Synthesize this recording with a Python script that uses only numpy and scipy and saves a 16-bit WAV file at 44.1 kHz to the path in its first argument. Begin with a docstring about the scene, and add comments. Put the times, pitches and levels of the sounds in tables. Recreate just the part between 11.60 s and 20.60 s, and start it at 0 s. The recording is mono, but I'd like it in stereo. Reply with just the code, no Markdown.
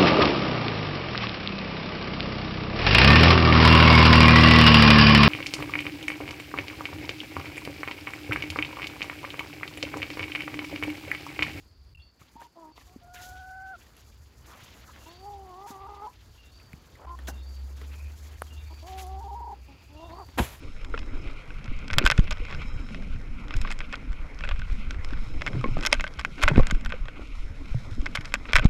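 """Hens call with drawn-out clucks and whines in a backyard run while a keeper walks in and drops a box.
A songbird repeats a rising phrase, insects sing, a wire gate ticks, feet and a bag rustle, a far engine hums.
Hens are sums of partials on drawn pitch curves with throat noise; bird notes are gliding sines with echoes.
The box, ticks and thuds are struck resonances; rustles are grainy noise; the engine is one swelling sine.
Insects, traffic rumble and the murmur of the yard are noise shaped to a band or spectrum."""
import sys
import numpy as np
from scipy import signal
from scipy.fft import rfft, irfft, next_fast_len
from scipy.io import wavfile
from scipy.ndimage import uniform_filter1d

SR = 44100
rng = np.random.default_rng(int(sys.argv[2]) if len(sys.argv) > 2 else 0)


def store_wav(level_fs):
    """Save 16-bit WAV to argv[1]."""
    pcm = np.round(np.clip(np.atleast_2d(level_fs), -1, 1) * 32767)
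    wavfile.write(sys.argv[1], SR, pcm.T.astype(np.int16))


N = 396900
T = np.arange(N) / SR

# low moans and clucks, each a pair: (left minus right/dB, final hoarseness/0-1, fundamental change/dB),
# then rows of [t/s, pitch f/Hz, second partial level/dB, third partial level/dB]
MOANS = [ ((6, .25, 0), [(0.958, 337.4, -56, -75), (.972, 335, -48, -58), (.99, 335, -58, -51),
         (1.012, 325, -54, -60), (1.035, 316, -57, -48), (1.122, 310, -78, -58.5)]), ((0, .05, -12),
         [(1.268, 350, -62, -72), (1.36, 376, -63, -68)]), ((2, .3, 0), [(3.465, 315, -58, -48),
         (3.52, 346.3, -60, -62), (3.58, 362.7, -63, -72), (3.67, 409.6, -40, -62), (3.76, 398, -45.5, -82),
         (3.93, 362, -51.5, -48.5), (4.055, 405, -46, -52.5), (4.2, 384.8, -50.5, -47),
         (4.31, 413, -44, -49.5), (4.4, 396.5, -53, -48.5), (4.43, 424.6, -44, -48), (4.482, 420, -38, -54),
         (4.505, 410, -52, -65)]), ((-6, .2, -8), [(5.47, 335, -64, -46), (5.554, 348, -61, -43)]),
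         ((3, .5, 3), [(7.103, 325, -56, -48), (7.132, 328, -56, -54)]), ((3, .12, 0),
         [(7.227, 314, -52, -57), (7.29, 377, -44.5, -58), (7.36, 381.6, -41, -62), (7.45, 370.2, -44, -58),
         (7.59, 391, -42, -62), (7.805, 405, -39, -69), (7.942, 402, -38.5, -71)]), ((4, .25, 0),
         [(8.085, 279.1, -65, -56.5), (8.17, 266.8, -72, -74)]), ((4, .6, 2), [(8.295, 280, -78, -66),
         (8.345, 299, -59, -60), (8.42, 325, -50, -52), (8.462, 346.3, -48, -54), (8.5, 315, -53, -57),
         (8.575, 372, -52, -46), (8.6, 412, -44, -49), (8.625, 350, -51, -47), (8.642, 315, -54, -50)]), ]
# high whines, each a pair: (left minus right/dB, final hoarseness/0-1),
# then rows of [t/s, pitch f/Hz, first partial level/dB, second partial level/dB]
WHINES = [ ((6, .3), [(0.758, 860, -50, -80), (.766, 890, -42, -80), (.776, 930, -57, -82),
          (0.797, 935, -47, -82), (.84, 940, -57, -86), (.857, 940, -49, -86), (0.872, 930, -56, -86)]),
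          ((-4, .05), [(1.415, 696, -58.5, -75), (1.51, 719, -53.5, -59), (1.6, 720, -51.5, -52.5),
          (1.82, 746, -49, -49.5), (2.125, 765, -45.5, -44), (2.16, 680, -52, -46)]), ]
# spectrum of dry litter and bag: [f/Hz, relative level/dB]
LITTER = [(500, 1.5), (1200, 0), (2300, 2), (3500, 2.5), (5000, -1), (7000, 1), (8800, -12), (11000, -5),
          (15800, -9), (16100, -34)]


def amp(db):
    """dB to gain."""
    return 10 ** (np.asarray(db) / 20)


def unit(x):
    """Scale to rms 1."""
    return x / np.sqrt(np.mean(x ** 2) + 1e-20)


def in_time(rows):
    """Columns of a curve, interpolated at every sample."""
    s, *columns = np.transpose(rows)
    return [np.interp(T, s, c) for c in columns]


def at_hz(points, hz):
    """Read a spectrum on a log frequency axis."""
    corner_hz, values = np.transpose(points)
    return np.interp(np.log(hz), np.log(corner_hz), values)


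def drift(rate_hz):
    """Random wander of rms 1: noise through a two-pole lowpass, made at a 20th of the sample rate."""
    r = np.exp(-40 * np.pi * rate_hz / SR)
    white = rng.standard_normal(N // 20 + 4002)
    slow = signal.lfilter([1], [1, -2 * r, r * r], white)[4000:]   # past the filter's start
    return np.interp(np.arange(N) / 20, np.arange(len(slow)), unit(slow))


def ring(clicks, hz, t60):
    """Two-pole resonance: a unit click sets off a decaying sine of height 1."""
    r, w = amp(-60 / (t60 * SR)), 2 * np.pi * hz / SR
    return signal.lfilter([0, np.sin(w)], [1, -2 * r * np.cos(w), r * r], clicks + 1e-18)


def bandpass(x, low_hz, high_hz):
    """Keep the band between two edges."""
    return signal.sosfilt(signal.butter(2, [low_hz, high_hz], "band", fs=SR, output="sos"), x)


def highpass(x, hz):
    """Remove what lies below a corner."""
    return signal.sosfilt(signal.butter(2, hz, "high", fs=SR, output="sos"), x)


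def panned(x, db):
    """Place a sound between the channels by left minus right dB."""
    return np.array([x * amp(db / 2), x * amp(-db / 2)])


def coloured(spectrum, white):
    """Shape two unrelated noises, as mid and side, to a spectrum and a stereo likeness; rms 1."""
    # how alike the channels are: [f/Hz, likeness/0-1]
    likeness = [(100, 0.93), (300, 0.31), (1000, 0.63), (2500, 0.2), (6000, 0.058), (12000, 0.028)]
    size = next_fast_len(N)
    hz = np.maximum(np.arange(size // 2 + 1) * SR / size, 1)
    mid, side = rfft(white, size) * amp(at_hz(spectrum, hz))
    alike = np.clip(at_hz(likeness, hz), 0, 1)
    mid, side = np.sqrt(1 + alike) * mid, np.sqrt(1 - alike) * side
    return unit(irfft(np.array([mid + side, mid - side]), size)[:, :N])


def grove(x, t60):
    """Scattered echoes from trunks and sheds: a decaying noise tail, a different one in each channel."""
    t = np.arange(int(.4 * SR)) / SR
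    tail = rng.standard_normal((2, len(t))) * amp(-60 * t / t60) * (t > .008)
    return signal.fftconvolve(x[None], tail / np.sqrt(np.sum(tail ** 2) / 2), axes=1)[:, :N]


def hens():
    """Voiced partials; hoarseness makes their strength uneven, smears noise between them and adds rasp."""
    echo_db = -22
    side_db, hoarse, chest_db = manner()
    moans = voice([call for _, call in MOANS], first=2, chest_db=chest_db)
    whines = voice([call for _, call in WHINES], first=1)
    unevenness = np.sqrt(1 - hoarse ** 2) + hoarse * drift(103)
    calls = (moans + whines) * unevenness + rasp(moans, hoarse)
    return panned(calls, side_db) + amp(echo_db) * grove(calls, t60=0.3)


def voice(calls, first, chest_db=0):
    """Harmonic partials on one jittered pitch; moans also get a fundamental and fourth and fifth partials."""
    # the strained voice flips into a higher register: [start t/s, end t/s]
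    breaks = [(4.069, 4.111), (4.27, 4.288), (4.47, 4.52), (7.608, 7.64), (7.68, 7.709), (7.75, 7.804),
              (7.814, 7.843), (7.849, 7.873), (7.882, 7.895), (7.912, 7.923)]
    break_ratio, jitter, shimmer_db = 1.18, 0.01131, 1   # jitter: rms share of pitch
    first_db, first_follows = -57.5, 0.3   # the fundamental follows effort weakly, in dB per dB
    first_break_db, third_break_db = -13, -15   # outer partials fade in breaks
    fourth_db, fourth_fades_hz = -16, 1300   # against the third; fades above the throat
    fifth_db, fifth_from_hz = -20, 1950   # against the third; fades below this upper resonance
    slope_db_per_hz = .05
    pitch, low_db, high_db = in_time([row for call in calls for row in call])
    calling = sum((T >= call[0][0]) & (T < call[-1][0]) for call in calls) > 0
    flips = sum((break_ratio - 1) * ((T > a) & (T < b)) for a, b in breaks)
    lift = uniform_filter1d(flips, size=260)
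    phase = 2 * np.pi * np.cumsum(pitch * (1 + lift) * (1 + jitter * drift(48.3))) / SR
    partials = {first: low_db, first + 1: high_db}
    if first > 1:
        broken = lift > .05
        third_db = high_db + third_break_db * broken
        effort_db = np.maximum(low_db, third_db)
        chest = chest_db + first_db + first_follows * (effort_db - first_db)
        above_throat = np.maximum(4 * pitch - fourth_fades_hz, 0)
        below_resonance = np.maximum(fifth_from_hz - 5 * pitch, 0)
        partials[3] = third_db
        partials[1] = chest + first_break_db * broken
        partials[4] = third_db + fourth_db - slope_db_per_hz * above_throat
        partials[5] = third_db + fifth_db - slope_db_per_hz * below_resonance
    tone = sum(amp(db + shimmer_db * drift(32)) * np.sin(k * phase) for k, db in partials.items())
    return np.sqrt(2) * tone * uniform_filter1d(calling * 1., size=260)


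def manner():
    """Side, hoarseness and chest tone by call: a rough start clears, then hoarseness grows to its final value."""
    onset_hoarse, clearing_s, clear_hoarse = .35, .06, .06   # hoarseness as share 0-1
    side_db, hoarse, chest_db = np.zeros((3, N))
    for (db, final, *chest), call in sorted(MOANS + WHINES, key=lambda call: call[1][0]):
        since, length = T - call[0][0], call[-1][0] - call[0][0]
        begun = since > -.01
        grown = clear_hoarse + (final - clear_hoarse) * np.clip(since / length, 0, 1)
        rough_start = onset_hoarse * np.exp(-np.abs(since) / clearing_s)
        side_db = np.where(begun, db, side_db)
        chest_db = np.where(begun, sum(chest), chest_db)   # whines list none: 0 dB
        hoarse = np.where(begun, np.maximum(grown, rough_start), hoarse)
    return side_db, hoarse, chest_db


def rasp(calls, hoarse):
    """Hoarse air: noise in the throat resonance follows the strength and hoarseness of the voice."""
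    throat_hz, width_hz, rasp_db = 920, 300, 0
    strength = np.sqrt(np.maximum(uniform_filter1d(calls ** 2, size=600), 0))
    air = bandpass(rng.standard_normal(N), throat_hz - width_hz / 2, throat_hz + width_hz / 2)
    return amp(rasp_db) * hoarse * strength * unit(air)


def box():
    """Each contact cracks the cardboard and drives its hollow modes; the bag inside hisses as it settles."""
    # the box lands corner by corner: [t/s, blow level/dB]
    landing = [(8.7755, -29), (8.779, -27), (8.7825, -26), (8.7857, -15.5), (8.7895, -18), (8.793, -16.5),
               (8.798, -24)]
    # hollow modes of the box: [f/Hz, relative level/dB, decay t60/s]
    modes = [(66.7, 4.5, 0.12), (115, -7, .15), (233, 1, 0.059), (385, 11, 0.035), (513, -1, 0.12),
             (770, 10.5, 0.015), (932, 1.5, 0.077)]
    weight_s = 8.802   # the full weight comes down after the corners
    body_db, crack_db, crack_top_hz, bag_db, bag_t60_s = -16.5, 4, 2700, -30.5, 0.55
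    blows = np.zeros(N)
    for s, db in landing:
        blows[int(s * SR)] = amp(db)
    weight = uniform_filter1d(np.eye(1, N, int(weight_s * SR))[0], size=90)   # a soft, slow push
    body = sum(amp(db) * ring(weight + 1.25 * blows, hz, t60) for hz, db, t60 in modes)
    body = highpass(body, 50)
    echo = amp(-3) * grove(highpass(body, 300), t60=.06)   # off the ground and the shed
    crunch_decay = signal.lfilter([1], [1, -amp(-60 / (.025 * SR))], blows + 1e-18)   # t60 25 ms
    crack = bandpass(rng.standard_normal(N) * crunch_decay, 500, crack_top_hz)
    since = np.maximum(T - landing[0][0], 0)
    settle = np.minimum(since / 0.0063, 1) * amp(-60 * since / bag_t60_s + 2.0 * drift(20))
    hiss = coloured(LITTER, rng.standard_normal((2, N)) * [[1], [.4]])   # weaker side, narrower image
    bag = amp(bag_db) * settle * hiss
    return amp(body_db) * (panned(body, 0.48) + echo) + amp(crack_db) * panned(crack, -5.0) + bag


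def songbird():
    """Whistled notes: gliding sines with a wavering pitch and throbbing level, blurred by the trees."""
    # rising phrase: [t after start/s, from f/Hz, to f/Hz, length/s, relative level/dB]
    phrase = [(-.032, 3330, 3210, 0.013, 8.5), (0, 2813, 2772, 0.045, 13.5), (.052, 2770, 2750, 0.04, 10),
              (0.065, 3600, 3696, 0.1, 9), (.15, 4300, 4680, .04, 13), (0.186, 4660, 4590, 0.13, 12.5)]
    # its repeats: [t/s, level/dB, change of the low opening notes/dB, lateness of the high notes/s]
    songs = [(3.405, -64, -5, -.065), (4.781, -66, -5, -.015), (5.683, -64, -3, -.015),
             (6.905, -65, 0, .005), (8.365, -66, -2, 0)]
    # notes of a quick, clipped phrase, then one lone high note:
    # [t/s, from f/Hz, to f/Hz, length/s, level/dB]
    clipped_phrase_and_lone_note = [(.349, 2764, 2710, 0.013, -49.5), (.374, 2680, 2820, 0.045, -56),
                                    (.395, 3270, 3630, 0.031, -61), (.42, 4400, 4680, 0.035, -52),
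                                    (1.122, 4535, 4550, 0.026, -50)]
    low_note_hz, softness, note_fade_db = 4000, .3, 9   # each note fades
    buzz_from_hz, buzz, plain_waver = 3000, .04, .011   # middle notes waver into a buzz; shares of pitch
    echo_db, echo_t60_s = -5, .35
    notes = list(clipped_phrase_and_lone_note)
    for s, song_db, low_db, late in songs:
        for delay, a, b, length, db in phrase:
            start = s + delay + late * (a > low_note_hz)
            notes.append((start, a, b, length, db + song_db + low_db * (a < low_note_hz)))
    song, wobble = np.zeros(N), drift(220)
    for s, from_hz, to_hz, length, db in notes:
        t, at = np.arange(int(length * SR)) / SR, int(s * SR)
        depth = buzz if buzz_from_hz < from_hz < low_note_hz else plain_waver
        waver = 1 + depth * wobble[at:][:len(t)]
        phase = 2 * np.pi * np.cumsum(np.linspace(from_hz, to_hz, len(t)) * waver) / SR
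        swell = np.sin(np.pi * t / length) ** softness
        level = amp(db + note_fade_db * (.5 - t / length))
        song[at:at + len(t)] += level * swell * np.sin(phase)
    song = song * amp(2.5 * drift(45))
    return panned(song, -5.0) + amp(echo_db) * grove(song, t60=echo_t60_s)


def ticks():
    """Gate wire, twigs and box tick: a click and noise drive two damped modes, with a bright snap at the head."""
    # ticks: [t/s, level/dB, lower mode f/Hz, decay t60 of the noise/s]
    knocks = [(0.616, -47, 1200, 0.071), (0.817, -36.5, 980, 0.067), (1.179, -39, 1130, 0.061),
              (1.212, -42, 1050, 0.05), (1.5448, -42, 2400, 0.038), (2.3672, -42, 6330, 0.04),
              (4.9988, -45, 2530, 0.058), (5.1319, -31, 2500, 0.016), (5.3534, -44, 2040, 0.053),
              (5.5895, -37, 1780, 0.05), (5.676, -39, 1800, 0.08), (5.684, -27.5, 824, 0.084),
              (6.2155, -35, 2000, 0.037), (6.784, -44, 2400, 0.0095), (6.8199, -15.5, 1480, 0.011),
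              (7.468, -36, 6000, .02), (8.688, -43, 1100, .03)]
    ring_share, shortest_ring_s = .15, .0045   # ring t60 as share of the noise's
    overtone, overtone_db = 1.8, -5   # ratio and level of the upper mode
    snap_hz, snap_share, snap_t60_s = 12000, .35, .006   # lowpass corner, level, decay
    out, size = np.zeros(N + SR), 6000
    t, click = np.arange(size) / SR, np.eye(1, size)[0]
    dull = signal.butter(1, snap_hz, fs=SR)
    for s, db, hz, t60 in knocks:
        noise = rng.standard_normal(size)
        burst = noise * amp(-60 * t / t60)
        drive = click + 0.12 * burst
        rings = ring(drive, hz, max(ring_share * t60, shortest_ring_s))
        rings = rings + amp(overtone_db) * ring(drive, overtone * hz, ring_share * t60)
        snap = signal.lfilter(*dull, noise * amp(-60 * t / snap_t60_s))
        out[int(s * SR):int(s * SR) + size] += amp(db) * (0.8 * rings + 0.07 * burst + snap_share * snap)
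    return panned(out[:N], -2.2)


def thuds():
    """Soft footfalls and bumps: one low, heavily damped push each, with a short rise."""
    # [t/s, level/dB, f/Hz]
    footfalls = [(0.614, -39, 111), (0.755, -38, 260), (1.361, -30.5, 252), (3.029, -34.5, 88.5),
                 (4.104, -31, 250), (5.137, -29, 140), (6.216, -38, 420), (8.69, -42, 240)]
    t60_s, rise_s = 0.03, 0.0017
    out, size = np.zeros(N + SR), 6000
    t, click = np.arange(size) / SR, np.eye(1, size)[0]
    for s, db, hz in footfalls:
        push = ring(click, hz, t60_s) * np.minimum(t / rise_s, 1)
        out[int(s * SR):int(s * SR) + size] += amp(db) * push
    return panned(out[:N], -2.2)


def rustle():
    """Feet, cloth and bag: litter-coloured hiss with clumped crackle grains, plus small pings."""
    flicker_db = .7 * drift(25)
    chance = 900 * amp(4 * drift(12)) / SR   # about 900 grains a second, in clumps
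    grain_heights = amp(4.3 * np.minimum(rng.exponential(1, N), 5))
    grains = (rng.random(N) < chance) * grain_heights
    clumps = unit(signal.lfilter([1], [1, -.97], grains))
    crackle = rng.standard_normal((2, N)) * (1 + 0.3 * clumps)
    return stirring() * amp(9.0 + flicker_db) * (patchy(coloured(LITTER, crackle)) + pings())


def stirring():
    """Strength of the rustle: each stir rises, long ones more slowly, holds and fades over a faint shuffle."""
    # feet in litter, cloth and bag: [t of full strength/s, relative level/dB, hold/s, fading t60/s]
    stirs = [(0.6, -71.5, 0.014, 1.5), (0.806, -63.5, 0.013, 0.25), (1.167, -66.5, .04, 0.82),
             (1.548, -56.5, 0.016, 1.17), (2.189, -68.5, 0.064, 0.58), (2.377, -63.5, .01, 0.3),
             (2.87, -64, 0.58, 1.5), (4.075, -60.5, 0.026, 0.44), (5.682, -47, 0.0054, 0.075),
             (6.17, -66.5, 0.21, 2.2), (6.63, -63, .07, .7), (7.272, -57.5, .01, 0.57),
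             (7.386, -55, .02, 0.31)]
    # the faint shuffle between them: [t/s, relative level/dB]
    shuffle = [(0, -71), (.15, -84.5), (1.1, -76.5), (2.3, -72.5), (5.6, -70), (7.2, -66.5), (7.9, -74),
               (8.76, -67.5)]
    attack_s = 0.013   # plus a tenth of the hold
    power = amp(*in_time(shuffle)) ** 2
    for s, db, hold, t60 in stirs:
        rise = np.clip((T - s) / (attack_s + hold / 10) + 1, 0, 1)
        fade_db = -60 * np.maximum(T - s - hold, 0) / t60
        power = power + (rise * amp(db + fade_db)) ** 2
    return np.sqrt(power)


def patchy(x):
    """Each colour of the rustle comes and goes: neighbouring bands swell and sink apart."""
    # borders between the bands: [f/Hz]
    splits_hz = [1300, 2200, 3600, 6000]
    depth_db, rate_hz = 2.2, 18
    out = 0
    for hz in splits_hz:
        low = signal.sosfilt(signal.butter(2, hz, fs=SR, output="sos"), x)
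        out = out + amp(depth_db * drift(rate_hz)) * low
        x = x - low
    return out + amp(depth_db * drift(rate_hz)) * x


def pings():
    """Twigs, wire and grit ring briefly: random clicks dealt to 16 short resonances."""
    per_second, level_db, t60_s = 300, -10, .035   # level against the hiss
    clicks = (rng.random(N) < per_second / SR) * rng.standard_normal(N)
    dealt = rng.integers(0, 16, N)
    pitches_hz = np.geomspace(900, 5500, 16)
    rings = sum(ring(clicks * (dealt == k), hz, t60_s) for k, hz in enumerate(pitches_hz))
    return amp(level_db) * unit(rings)


def drags():
    """Gate, feet and a far rasp drag by: gritty bands of noise that swell and stop."""
    # [start t/s, end t/s, level/dB, centre f/Hz, band edge ratio (at least 1.05 is used), fade-out exponent]
    scrapes = [(2.85, 3.07, -56, 950, 1.8, 1.5), (2.9, 2.98, -52, 1200, 1.15, 2.5),
               (3.27, 3.33, -54, 1200, 1.3, 1.5), (5.37, 5.457, -46, 680, 1.5, .02),
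               (6.233, 6.52, -57, 2470, 1.02, .4), (6.93, 7.23, -62, 2400, 1.06, .6),
               (7.9, 8.4, -61, 2550, 1.09, .8), (7.36, 7.46, -58, 10800, 1.15, 1.2),
               (8.485, 8.53, -55, 1800, 1.3, 1.5)]
    out, uneven = np.zeros(N), amp(2 * drift(60))
    for a, b, db, hz, edge, soft in scrapes:
        at, size = int(a * SR), int((b - a) * SR)
        grit = rng.standard_normal(size) * uneven[at:][:size]
        edge = max(edge, 1.05)
        shape = np.linspace(0, 1, size) * np.linspace(1, 0, size) ** soft
        scrape = unit(bandpass(grit, hz / edge, hz * edge))
        out[at:at + size] += amp(db) * scrape * shape / shape.max()
    return panned(out, -1.2)


def engine():
    """A low firing note, one sine, that swells and sinks far off."""
    # [t/s, f/Hz, level/dB]
    firing = [(5.45, 64.7, -41), (5.7, 65.2, -38.5), (6.1, 67.3, -37.5), (6.45, 72.95, -40.5),
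              (6.75, 74.85, -44), (7, 74.5, -40), (7.25, 71, -43.5), (7.55, 68.26, -37.5),
              (7.85, 64.6, -42.5), (8.35, 58.66, -58)]
    hz, db = in_time(firing)
    on = uniform_filter1d(1. * ((T > firing[0][0]) & (T < firing[-1][0])), size=1200)
    note = np.sin(2 * np.pi * np.cumsum(hz) / SR)
    return np.sqrt(2) * on * amp(db + 1.3 * drift(11.0)) * note


def insects():
    """Insect song as a narrow band of noise, unrelated in the two channels."""
    # [t/s, level/dB]
    chorus = [(.33, -67), (.36, -71), (9, -66.5)]
    centre_hz, width_hz = 4665, 670
    band = bandpass(rng.standard_normal((2, N)), centre_hz - width_hz / 2, centre_hz + width_hz / 2)
    return amp(*in_time(chorus)) * unit(band)


def traffic():
    """Distant rumble: wandering noise crowded into the deep bass."""
    # [t/s, level/dB]
    levels = [(0, -52.5), (.42, -51), (.5, -62.5), (1.1, -66), (1.2, -53), (2.2, -54), (5.3, -52),
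              (8, -50.5), (9, -45.5)]
    # [f/Hz, relative level/dB]
    spectrum = [(20, -17), (43, 6), (65, 13), (100, 3.5), (130, -1.5), (220, -42.5)]
    level_db, = in_time(levels)
    return amp(level_db + 2 * drift(5)) * coloured(spectrum, rng.standard_normal((2, N)))


def murmur():
    """Soft broad murmur of the yard: slowly swelling shaped noise."""
    # [t/s, level/dB]
    levels = [(0, -64.5), (.45, -68.5), (1.2, -62.5), (2.6, -65.5), (3.1, -59), (4.7, -63.5), (5.5, -56.5),
              (7.2, -59.5), (9, -58.5)]
    # [f/Hz, relative level/dB]
    spectrum = [(80, -42), (130, -4), (300, -4), (600, -12.5), (1300, -15), (3500, -26), (6000, -40)]
    level_db, = in_time(levels)
    return amp(level_db + 2.2 * drift(8)) * coloured(spectrum, rng.standard_normal((2, N)))


def scene():
    """All sources of the yard, summed in stereo."""
    near = hens() + box() + ticks() + thuds() + rustle() + drags()
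    return near + songbird() + engine() + insects() + traffic() + murmur()


def record(dry):
    """Left leads slightly, deepest bass goes, the level dips briefly, loud peaks round off, the top is cut."""
    # brief dips of level: [start t/s, end t/s]
    dips = [(.339, .347), (.362, .371), (5.458, 5.463)]
    left_lag, ceiling, cutoff_hz = -4, .5, 16900   # samples, peak height, Hz
    ports = np.array([np.roll(dry[0], left_lag), dry[1]])
    ports = highpass(ports, 38)
    for a, b in dips:
        ports = ports * uniform_filter1d(1. * ((T < a) | (T > b)), size=260)
    ports = ceiling * np.tanh(ports / ceiling)
    return signal.sosfilt(signal.cheby2(12, 70, cutoff_hz, fs=SR, output="sos"), ports)


dry = scene()
out = record(dry)
store_wav(out)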